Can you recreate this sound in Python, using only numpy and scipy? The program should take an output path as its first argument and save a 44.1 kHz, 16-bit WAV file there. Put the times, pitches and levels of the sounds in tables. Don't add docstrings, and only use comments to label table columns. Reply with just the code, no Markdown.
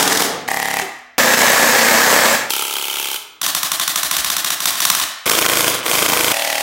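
import sys
import numpy as np
from scipy import signal
from scipy.fft import rfft, irfft, next_fast_len
from scipy.io import wavfile
from scipy.ndimage import uniform_filter1d

SR = 44100
rng = np.random.default_rng(int(sys.argv[2]) if len(sys.argv) > 2 else 0)


def volts_from_db(level):
    exponent = np.asarray(level, float) / 20
    return 10 ** exponent


def pcm_store(signal):
    levels = np.round(np.clip(np.atleast_2d(signal), -1, 1) * 32767)
    wavfile.write(sys.argv[1], SR, levels.astype(np.int16).T)


N = 291942

# frequency in Hz, relative level in dB per Hz.
SLAM_COLOURS = [
    [(50, -31), (119, -33), (237, 2), (316, -9), (407, -8), (628, -7), (809, -3.5), (1080, -4.5),
     (1610, -16), (1790, -24), (3440, 1), (4270, -6), (6130, -4), (15700, -15)],
    [(50, -46), (133, -29), (245, -18), (340, -13), (506, -8), (606, -11), (676, -1.5), (753, 0.5),
     (1500, -14.5), (1930, -1), (2310, -13), (3440, -25.5), (10900, -16.5), (15700, -20)],
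    [(50, -14), (340, -7.5), (506, 2.5), (726, -12), (902, 0.5), (1120, -1), (1300, -19), (1550, -0.5),
     (1730, 5.5), (2150, -17), (2390, -26), (7620, -9), (9810, -18), (15700, -16)],
    [(50, -28), (407, -2.5), (726, -12.5), (870, 2.5), (1120, -7), (1340, 1.5), (1860, -13), (2770, -4),
     (3440, -10.5), (4120, -7), (5120, -13.5), (5700, -11), (6590, -12.5), (15700, -11)],
    [(50, -35), (184, -10), (454, -27.5), (1080, 1), (1440, -4), (1670, -0.5), (2150, -4.5), (3080, -2.5),
     (4270, -0.5), (4430, -8.5), (5700, 0.5), (6590, -4), (11300, -4.5), (15700, -5.5)],
    [(50, -30), (340, -2.5), (488, -8.5), (628, 1), (839, -13), (1080, -3), (1250, -21), (1500, -0.5),
     (1930, -19), (2230, -5), (2870, -2), (4120, -11), (8190, -12.5), (15700, -16)],
    [(50, -34), (177, -23), (340, -14.5), (471, -15.5), (606, 2), (700, 3), (809, -3), (970, -20),
     (1440, -14.5), (2000, -8), (2230, -9), (3200, -11.5), (3830, -15), (15700, -23)],
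]
# upper edge of the repeating thud in Hz, thud lag in ms, thud level in dB,
# crack rise in ms, crack T60 in ms, share of the crack's power alike at each blow (0-1), crack level in dB.
PISTON_BLOWS = [(1190, 2.47, 27, 2.5, 25, 0.48, 10.5), (2430, 0.79, 23, 1, 12.7, 0.47, 8),
                (705, 2.13, 18.5, 1.5, 40, 0.15, 4.5), (1610, 2.494, 18.5, 0.57, 29, .2, 5.5),
                (870, 3.62, 27, 2.3, 17, 0.96, 12.5), (3520, 1.082, 24, 0.44, 24, 0.6, 6),
                (1120, 0.66, 20.5, 1, 33, 0.55, 7)]
# lag after the thud in ms, level in dB re the thud.
PISTON_REBOUNDS = [(2.4, -3.5), (2.51, -13), (2.9, -12), (2.36, -12.5), (2.02, -11), (2.78, -14.5),
                   (3.63, -11)]


def slam(k, size, s, db):
    thud_hz, lag_ms, thud_db, rise_ms, crack_ms, alike, crack_db = PISTON_BLOWS[k]
    rebound_ms, rebound_db = PISTON_REBOUNDS[k]
    low, high = split_at(thud_hz)
    thuds = impulses(size, s + lag_ms / 1e3, db + thud_db)
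    thuds += impulses(size, s + (lag_ms + rebound_ms) / 1e3, db + thud_db + rebound_db)
    spikes = impulses(size, s, db + crack_db)
    envelope = contact(crack_ms, rise_ms)
    crack = np.sqrt(alike) * spread(spikes, pattern(envelope))
    crack += np.sqrt(1 - alike) * spread(spikes, envelope) * rng.standard_normal(size)
    return coloured(thuds, SLAM_COLOURS[k], low) + coloured(crack, SLAM_COLOURS[k], high)


# frequency in Hz, relative level in dB per Hz.
WHIRR_COLOURS = [
    [(50, -25.5), (191, -5.5), (264, -6), (316, -8), (726, -2.5), (870, -4.5), (1010, -3.5), (1440, -4),
     (1610, -4.5), (1860, -4.5), (3080, -14), (3560, -13), (4940, -9), (15700, -18)],
    [(50, -15), (138, -13), (340, -7), (438, -25), (585, -6), (700, -18), (781, -42), (1200, -9),
     (1930, -1), (2230, -9), (3200, -10.5), (3560, -13), (7620, -14.5), (15700, -29)],
    [(50, -34), (237, -4), (340, -11), (471, -2), (839, -3.5), (935, -5), (1440, -6.5), (1550, -6.5),
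     (1670, -0.5), (2770, -12), (7620, -15.5), (8800, -22), (13600, -20.5), (15700, -21.5)],
    [(50, -28), (294, -41), (454, -28), (544, -20), (676, -14.5), (1040, -9.5), (1860, -19), (2070, -8),
     (2390, -5.5), (2770, -10), (3080, 3), (3830, -13), (4120, -12), (15700, -14.5)],
    [(50, -43), (138, -14), (254, -10), (294, -4), (488, -17.5), (628, -1.5), (781, -4), (970, -3.5),
     (1550, -2), (1730, 3), (2230, -4), (3560, 2.5), (4430, 0.5), (15700, -5.5)],
    [(50, -16), (128, -8.5), (264, -6), (365, -0.5), (422, -2.5), (488, 4.5), (585, -6), (1160, 0.5),
     (1730, -6), (2070, -2.5), (2770, -11), (4940, -8.5), (12600, -12), (15700, -12.5)],
    [(50, -38), (159, -23), (220, -34), (284, -5), (454, -27.5), (544, -4.5), (676, -7.5), (935, -8.5),
     (1080, -15), (1670, -17), (2000, -2), (2230, -30), (2570, -11.5), (15700, -24.5)],
]
# click lag in ms, click level in dB, draw lag in ms, draw length in ms,
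# draw level in dB, free-running motor level in dB, tooth roughness in dB rms, edge in Hz below which cycles are alike.
GEAR_CYCLES = [(24.25, 0, 21, 33, -3.5, -15.5, 6, 330), (15.73, -1, 18, 14, -1, -17.5, 2.5, 1930),
               (13.1, -5.5, 12, 21, -4, -7.5, 3, 280), (17.94, 2.5, 12, 13, -8.5, -13, 2, 1500),
               (16.5, 2, 16, 31, -4, -20, 0.8, 1900), (8.09, -0.5, 16.94, 22.7, -2.5, -13, 4.5, 177),
               (13.08, -6, 16, 16, -6, -12, 0, 2400)]


def gears(k, size, s, db):
    click_ms, click_db, lag_ms, draw_ms, draw_db, motor_db, rough_db, alike_hz = GEAR_CYCLES[k]
    click, catch, draw = (round(ms * SR / 1e3) for ms in (click_ms, lag_ms, draw_ms))
    cycle = np.full(catch + draw, volts_from_db(motor_db))
    cycle[catch:] += volts_from_db(draw_db) * signal.windows.tukey(draw, .35)
    cycle[click:] += volts_from_db(click_db) * contact(12, rise_ms=0.27)[:len(cycle) - click]
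    spikes = impulses(size, s, db)
    teeth = volts_from_db(rough_db * unit(uniform_filter1d(rng.standard_normal(size), size=90)))
    fresh = spread(spikes, cycle) * unit(teeth * rng.standard_normal(size))
    struck = s + (click_ms + .4 * rng.standard_normal(len(s))) / 1e3
    strike_db = db + click_db + 9.5 + 1.2 * rng.standard_normal(len(s))
    fresh += impulses(size, struck, strike_db)
    low, high = split_at(alike_hz)
    alike = spread(spikes, pattern(cycle))
    return coloured(alike, WHIRR_COLOURS[k], low) + coloured(fresh, WHIRR_COLOURS[k], high)


# blaster (from 0), flight in ms, flight scatter in ms, level in dB re the slam,
# level scatter in dB.
BALLS = [(0, 25, 8, -7, 3), (2, 16, 8, -8, 3), (5, 22, 7, -5, 3)]
# frequency in Hz, relative level in dB per Hz.
SPLAT_COLOUR = [(200, -18), (700, 2), (2500, -7), (6000, 5), (15700, -5)]


def splats(k, size, s, slam_db):
    out = np.zeros(size)
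    for _, flight_ms, scatter_ms, splat_db, scatter_db in (row for row in BALLS if row[0] == k):
        chance = rng.standard_normal((len(s), 2))
        landed = s + (flight_ms + scatter_ms * chance[:, 0]) / 1e3
        hits = impulses(size, landed, slam_db + splat_db + scatter_db * chance[:, 1])
        cracks = spread(hits, contact(15, rise_ms=0.27)) * rng.standard_normal(size)
        out += coloured(cracks, SPLAT_COLOUR)
    return out


# frequency in Hz, T60 in s, lag in ms,
# level in dB re the draw whirr, scatter in dB.
SHELL_RINGS = [
    [],
    [(1930, .014, 1, 9, 1), (3200, .02, 6, -2, 3), (2500, .02, 6, -3, 3)],
    [(1715, .05, 10, -3, 4)],
    [(3180, .02, 15, 5, 1.5), (3050, .02, 19, 4, 1.5)],
    [(5750, .01, 3, 5, 2), (3650, .012, 3, 4, 2), (3600, .015, 18, 2, 2)],
    [(2400, .008, 1, 8, 1.5), (3000, .008, 1, 9, 1.5)],
    [(620, .03, 1, 4, 1), (780, .025, 1, 1, 1), (1950, .015, 1, 0, 2)],
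]


def shell(k, size, s, whirr_db):
    out = np.zeros(size)
    for hz, t60, lag_ms, db, scatter_db in SHELL_RINGS[k]:
        blow_db = whirr_db + db + scatter_db * rng.standard_normal(len(s))
        out += spread(impulses(size, s + lag_ms / 1e3, blow_db), ring(hz, t60)[:SR // 5])
    return out


# blaster (from 0),
# frequency in Hz, T60 in s, lag in ms, level in dB re the slam, scatter in dB.
LOW_TONES = [(1, 248, .6, 3, -33, 1), (2, 245, .3, 3, -28, 3), (4, 60, .07, 20, -32, 6),
             (5, 137, .9, 3, -35, 3)]


def low_tones(k, size, s, slam_db):
    out = np.zeros(size)
    for _, hz, t60, lag_ms, db, scatter_db in (row for row in LOW_TONES if row[0] == k):
        tone_db = slam_db + db + scatter_db * rng.standard_normal(len(s))
        out += spread(impulses(size, s + lag_ms / 1e3, tone_db), ring(hz, t60))
    return out


# start in seconds, frequency in Hz, T60 in s, level in dB.
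STOPPING_MOTOR = (.817, 388, .26, -23)


def stop_note():
    s, hz, t60, db = STOPPING_MOTOR
    return spread(impulses(N, [s], [db]), ring(hz, t60))


# first shot in seconds, shots, cycle in ms at the start, cycle in ms at the end,
# extra length of the first cycle in ms, timing scatter in ms.
AUTO_BURSTS = [(.0257, 5, 48.5, 48.5, 1.7, .8), (.4862, 12, 28.27, 28.27, 0, .05),
               (1.2218, 36, 32.5, 30.45, 3, 1), (2.5041, 23, 28.85, 29.02, 1.7, .05),
               (4.6026, 9, 48.9, 48.9, 3.7, .1), (5.276, 12, 36.45, 36.45, 2.6, .3),
               (5.9134, 12, 36.6, 36.3, 2.65, .3), (6.3408, 11, 26.5, 26.68, 0, .05)]
# first slam in dB, settled slam in dB, draw whirr in dB, scatter in dB.
BURST_STRENGTHS = [(-9, -13, -15.5, 0.7), (-14, -17, -24, 1.5), (-13, -11, -12, 2), (-13, -19.5, -23, 0.9),
                   (-14, -11.5, -19, 3), (-15, -9.5, -15, 1.5), (-12.5, -12.2, -16, 0.6),
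                   (-14.5, -17, -21, 0)]


def automatic_bursts():
    settle_s = 0.12
    last_draw_db = -0.5
    rows = []
    for timing, strength in zip(AUTO_BURSTS, BURST_STRENGTHS):
        first, count, early, late, slow, scatter_ms = timing
        first_db, settled_db, whirr_db, scatter_db = strength
        cycles = np.linspace(early, late, count - 1)
        cycles[0] += slow
        since = np.r_[0, np.cumsum(cycles)] / 1e3
        chance = rng.standard_normal((count, 3))
        at = first + since + scatter_ms / 1e3 * chance[:, 0]
        slam_db = settled_db + (first_db - settled_db) * np.exp(-since / settle_s) + scatter_db * chance[:, 1]
        draw_db = whirr_db + scatter_db * chance[:, 2] + last_draw_db * (since == since[-1])
        rows.append(np.c_[at, slam_db, draw_db])
    return np.concatenate(rows)


SINGLE_PULLS = [3.4626, 3.548, 3.6302, 3.7161, 3.7963, 3.8767, 3.9572, 4.0306, 4.111, 4.1655, 4.2446, 4.3,
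                4.365, 4.4449, 4.5027]


def single_pulls():
    slam_db, whirr_db, scatter_db = -12.5, -19, 0.75
    chance = scatter_db * rng.standard_normal((len(SINGLE_PULLS), 2))
    return np.c_[SINGLE_PULLS, chance + [slam_db, whirr_db]]


# start in seconds, slam in dB, draw whirr in dB.
WEAKER_CYCLES = [(3.414, -16.5, -17.5), (5.7161, -33, -22.5), (5.754, -26, -28), (5.829, -38, -22),
                 (5.862, -17.5, -18), (5.8794, -20, -20)]


def shots():
    rows = np.concatenate([np.array(WEAKER_CYCLES), automatic_bursts(), single_pulls()])
    return rows[np.argsort(rows[:, 0])]


# level in dB of the low answer (300 Hz), of the high answer (8 kHz),
# T60 in s at 200 Hz, at 2 kHz, at 12 kHz, edge in Hz below which the answer is steady.
ROOM_ANSWERS = [(3, -1, 0.95, 0.85, 0.31, 300), (-2.5, -2.5, 0.45, 0.96, 0.36, 1500),
                (-2, 3.5, 0.56, 0.61, 0.3, 300), (-6, -2, 1, 0.86, 0.33, 1400),
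                (2.5, -2.5, 0.29, 1, 0.35, 60), (-5, 0.5, 0.99, 0.83, 0.1, 300),
                (-9, -2, 0.84, 0.49, 0.37, 1500)]


def room(k, x):
    low_db, high_db, t60_low, t60_mid, t60_high, steady_hz = ROOM_ANSWERS[k]
    count, turn_s = 4, .04
    hz, t, z = signal.stft(rng.standard_normal((count, SR)), SR, nperseg=256)
    z[:, hz < steady_hz] = z[0, hz < steady_hz]
    t60 = along([(200, t60_low), (2000, t60_mid), (12000, t60_high)], hz)[:, None]
    level = volts_from_db(along([(300, low_db), (8000, high_db)], hz))[:, None]
    level = level / np.sqrt(t60 * SR / (2 * np.log(1000)))
    tails = signal.istft(z * level * volts_from_db(-60 * t / t60), SR, nperseg=256)[1]
    place = (np.arange(len(x)) / SR / turn_s) % count
    answer = 0
    for i, tail in enumerate(tails):
        away = np.abs((place - i + count / 2) % count - count / 2)
        delayed = np.pad(tail, (300, 0))
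        answer = answer + spread(x * np.clip(1 - away, 0, 1), delayed)
    return answer


# start in seconds, cycles already fired before the cut.
ROOM_CUTS = [(0, 6), (.478, 1), (1.1812, 9), (2.497, 1), (3.4135, 0), (5.2575, 1), (6.325, 9)]


def blaster(k, fired):
    lead = SR // 2
    start, earlier = ROOM_CUTS[k]
    end = ROOM_CUTS[k + 1][0] if k + 1 < len(ROOM_CUTS) else N / SR
    size = round(end * SR) - round(start * SR) + lead
    s, slam_db, whirr_db = np.transpose([row for row in fired if start <= row[0] < end])
    before = s[0] - (s[1] - s[0]) * np.arange(earlier, 0, -1)
    s = np.r_[before, s] - start + lead / SR
    slam_db, whirr_db = (np.pad(v, (earlier, 0), "edge") for v in (slam_db, whirr_db))
    near = slam(k, size, s, slam_db) + gears(k, size, s, whirr_db)
    near += low_tones(k, size, s, slam_db) + splats(k, size, s, slam_db)
    shell_rings = shell(k, size, s, whirr_db)
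    return (near + shell_rings + room(k, near))[lead:]


def hush():
    return volts_from_db(-66) * coloured(rng.standard_normal(N), [(60, 13), (1500, -7), (6000, -40), (16000, -42)])


TOP_HZ = 15800


def unit(x):
    return x / np.sqrt(np.mean(x ** 2) + 1e-20)


def along(points, hz):
    f, v = np.transpose(points)
    return np.interp(np.log(hz + 1), np.log(f + 1), v)


def coloured(x, spectrum, share=lambda hz: 1):
    m = 2 * next_fast_len(len(x) // 2 + 4096)
    hz = np.fft.rfftfreq(m, 1 / SR)
    gain = unit(volts_from_db(along(spectrum, hz)) * (hz < TOP_HZ)) * share(hz)
    cepstrum = irfft(np.log(gain + 1e-4), m)
    cepstrum[1:m // 2] *= 2
    cepstrum[m // 2 + 1:] = 0
    return irfft(rfft(x, m) * np.exp(rfft(cepstrum)), m)[:len(x)]


def split_at(cut_hz):
    def low(hz):
        return 1 / np.sqrt(1 + (hz / cut_hz) ** 6)

    def high(hz):
        return np.sqrt(1 - low(hz) ** 2)
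    return low, high


def impulses(size, seconds, db):
    at = np.round(np.asarray(seconds) * SR).astype(int)
    keep = (at >= 0) & (at < size)
    return np.bincount(at[keep], volts_from_db(db)[keep], size)


def spread(spikes, shape):
    return signal.fftconvolve(spikes, shape)[:len(spikes)]


def contact(t60_ms, rise_ms):
    ms = np.arange(SR // 10) / SR * 1e3
    return volts_from_db(-60 * ms / t60_ms) * (1 - np.exp(-ms / rise_ms))


def pattern(envelope):
    envelope = np.pad(envelope, (0, 4096))
    x = envelope * rng.standard_normal(len(envelope))
    for _ in range(25):
        z = rfft(x)
        flat = irfft(z / np.abs(z), len(x)) * np.linalg.norm(envelope)
        x = flat * envelope / np.sqrt(np.abs(uniform_filter1d(flat ** 2, size=12)) + 1e-20)
    return flat


def ring(hz, t60):
    t = np.arange(SR) / SR
    soft_start = 1 - np.exp(-t / min(.004, t60 / 20))
    return volts_from_db(-60 * t / t60) * np.sin(2 * np.pi * hz * t) * soft_start


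def scene():
    fired = shots()
    blasters = np.concatenate([blaster(k, fired) for k in range(len(ROOM_CUTS))])
    return (blasters + stop_note() + hush())[None]


# centre in seconds, depth in dB, length in ms (at its ends a sixth of the depth is left).
LEVEL_DIPS = [(1.363, -4, 27), (5.306, -12.5, 7.1), (5.403, -5.5, 7.8), (5.475, -7.5, 14), (5.889, -6, 14),
              (5.967, -0.5, 11), (6.077, -5, 9.4)]


def dips():
    t = np.arange(N) / SR
    return volts_from_db(sum(db * np.exp(-(2300.0 * (t - s) / ms) ** 4) for s, db, ms in LEVEL_DIPS))


def loudness_db(x, seconds):
    keep = np.exp(-1 / (seconds * SR))
    return 10 * np.log10(signal.lfilter([1 - keep], [1, -keep], x ** 2) + 1e-12)


def band_limit(x):
    return signal.sosfilt(signal.butter(12, 17100, fs=SR, output="sos"), x)


def record(dry):
    ridden = dry * volts_from_db(-.3 * np.maximum(loudness_db(dry, 0.025) + 20.0, 0) + 1.5)
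    duck_s, duck_above_db, duck_share = 0.0048, -13, .3
    late = np.pad(loudness_db(ridden, duck_s), ((0, 0), (round(duck_s * SR), 0)), "edge")[:, :N]
    ridden = ridden * volts_from_db(-duck_share * np.maximum(late - duck_above_db, 0)) * dips()
    soft = ridden / (1 + np.abs(ridden / .98) ** 4) ** (1 / 4)
    hz = np.fft.rfftfreq(N, 1 / SR)
    low_cut = hz ** 2 / (hz ** 2 + 40 ** 2)
    finished = irfft(rfft(soft) * (hz < TOP_HZ) * low_cut, N)
    return band_limit(finished)


dry = scene()
out = record(dry)
pcm_store(out)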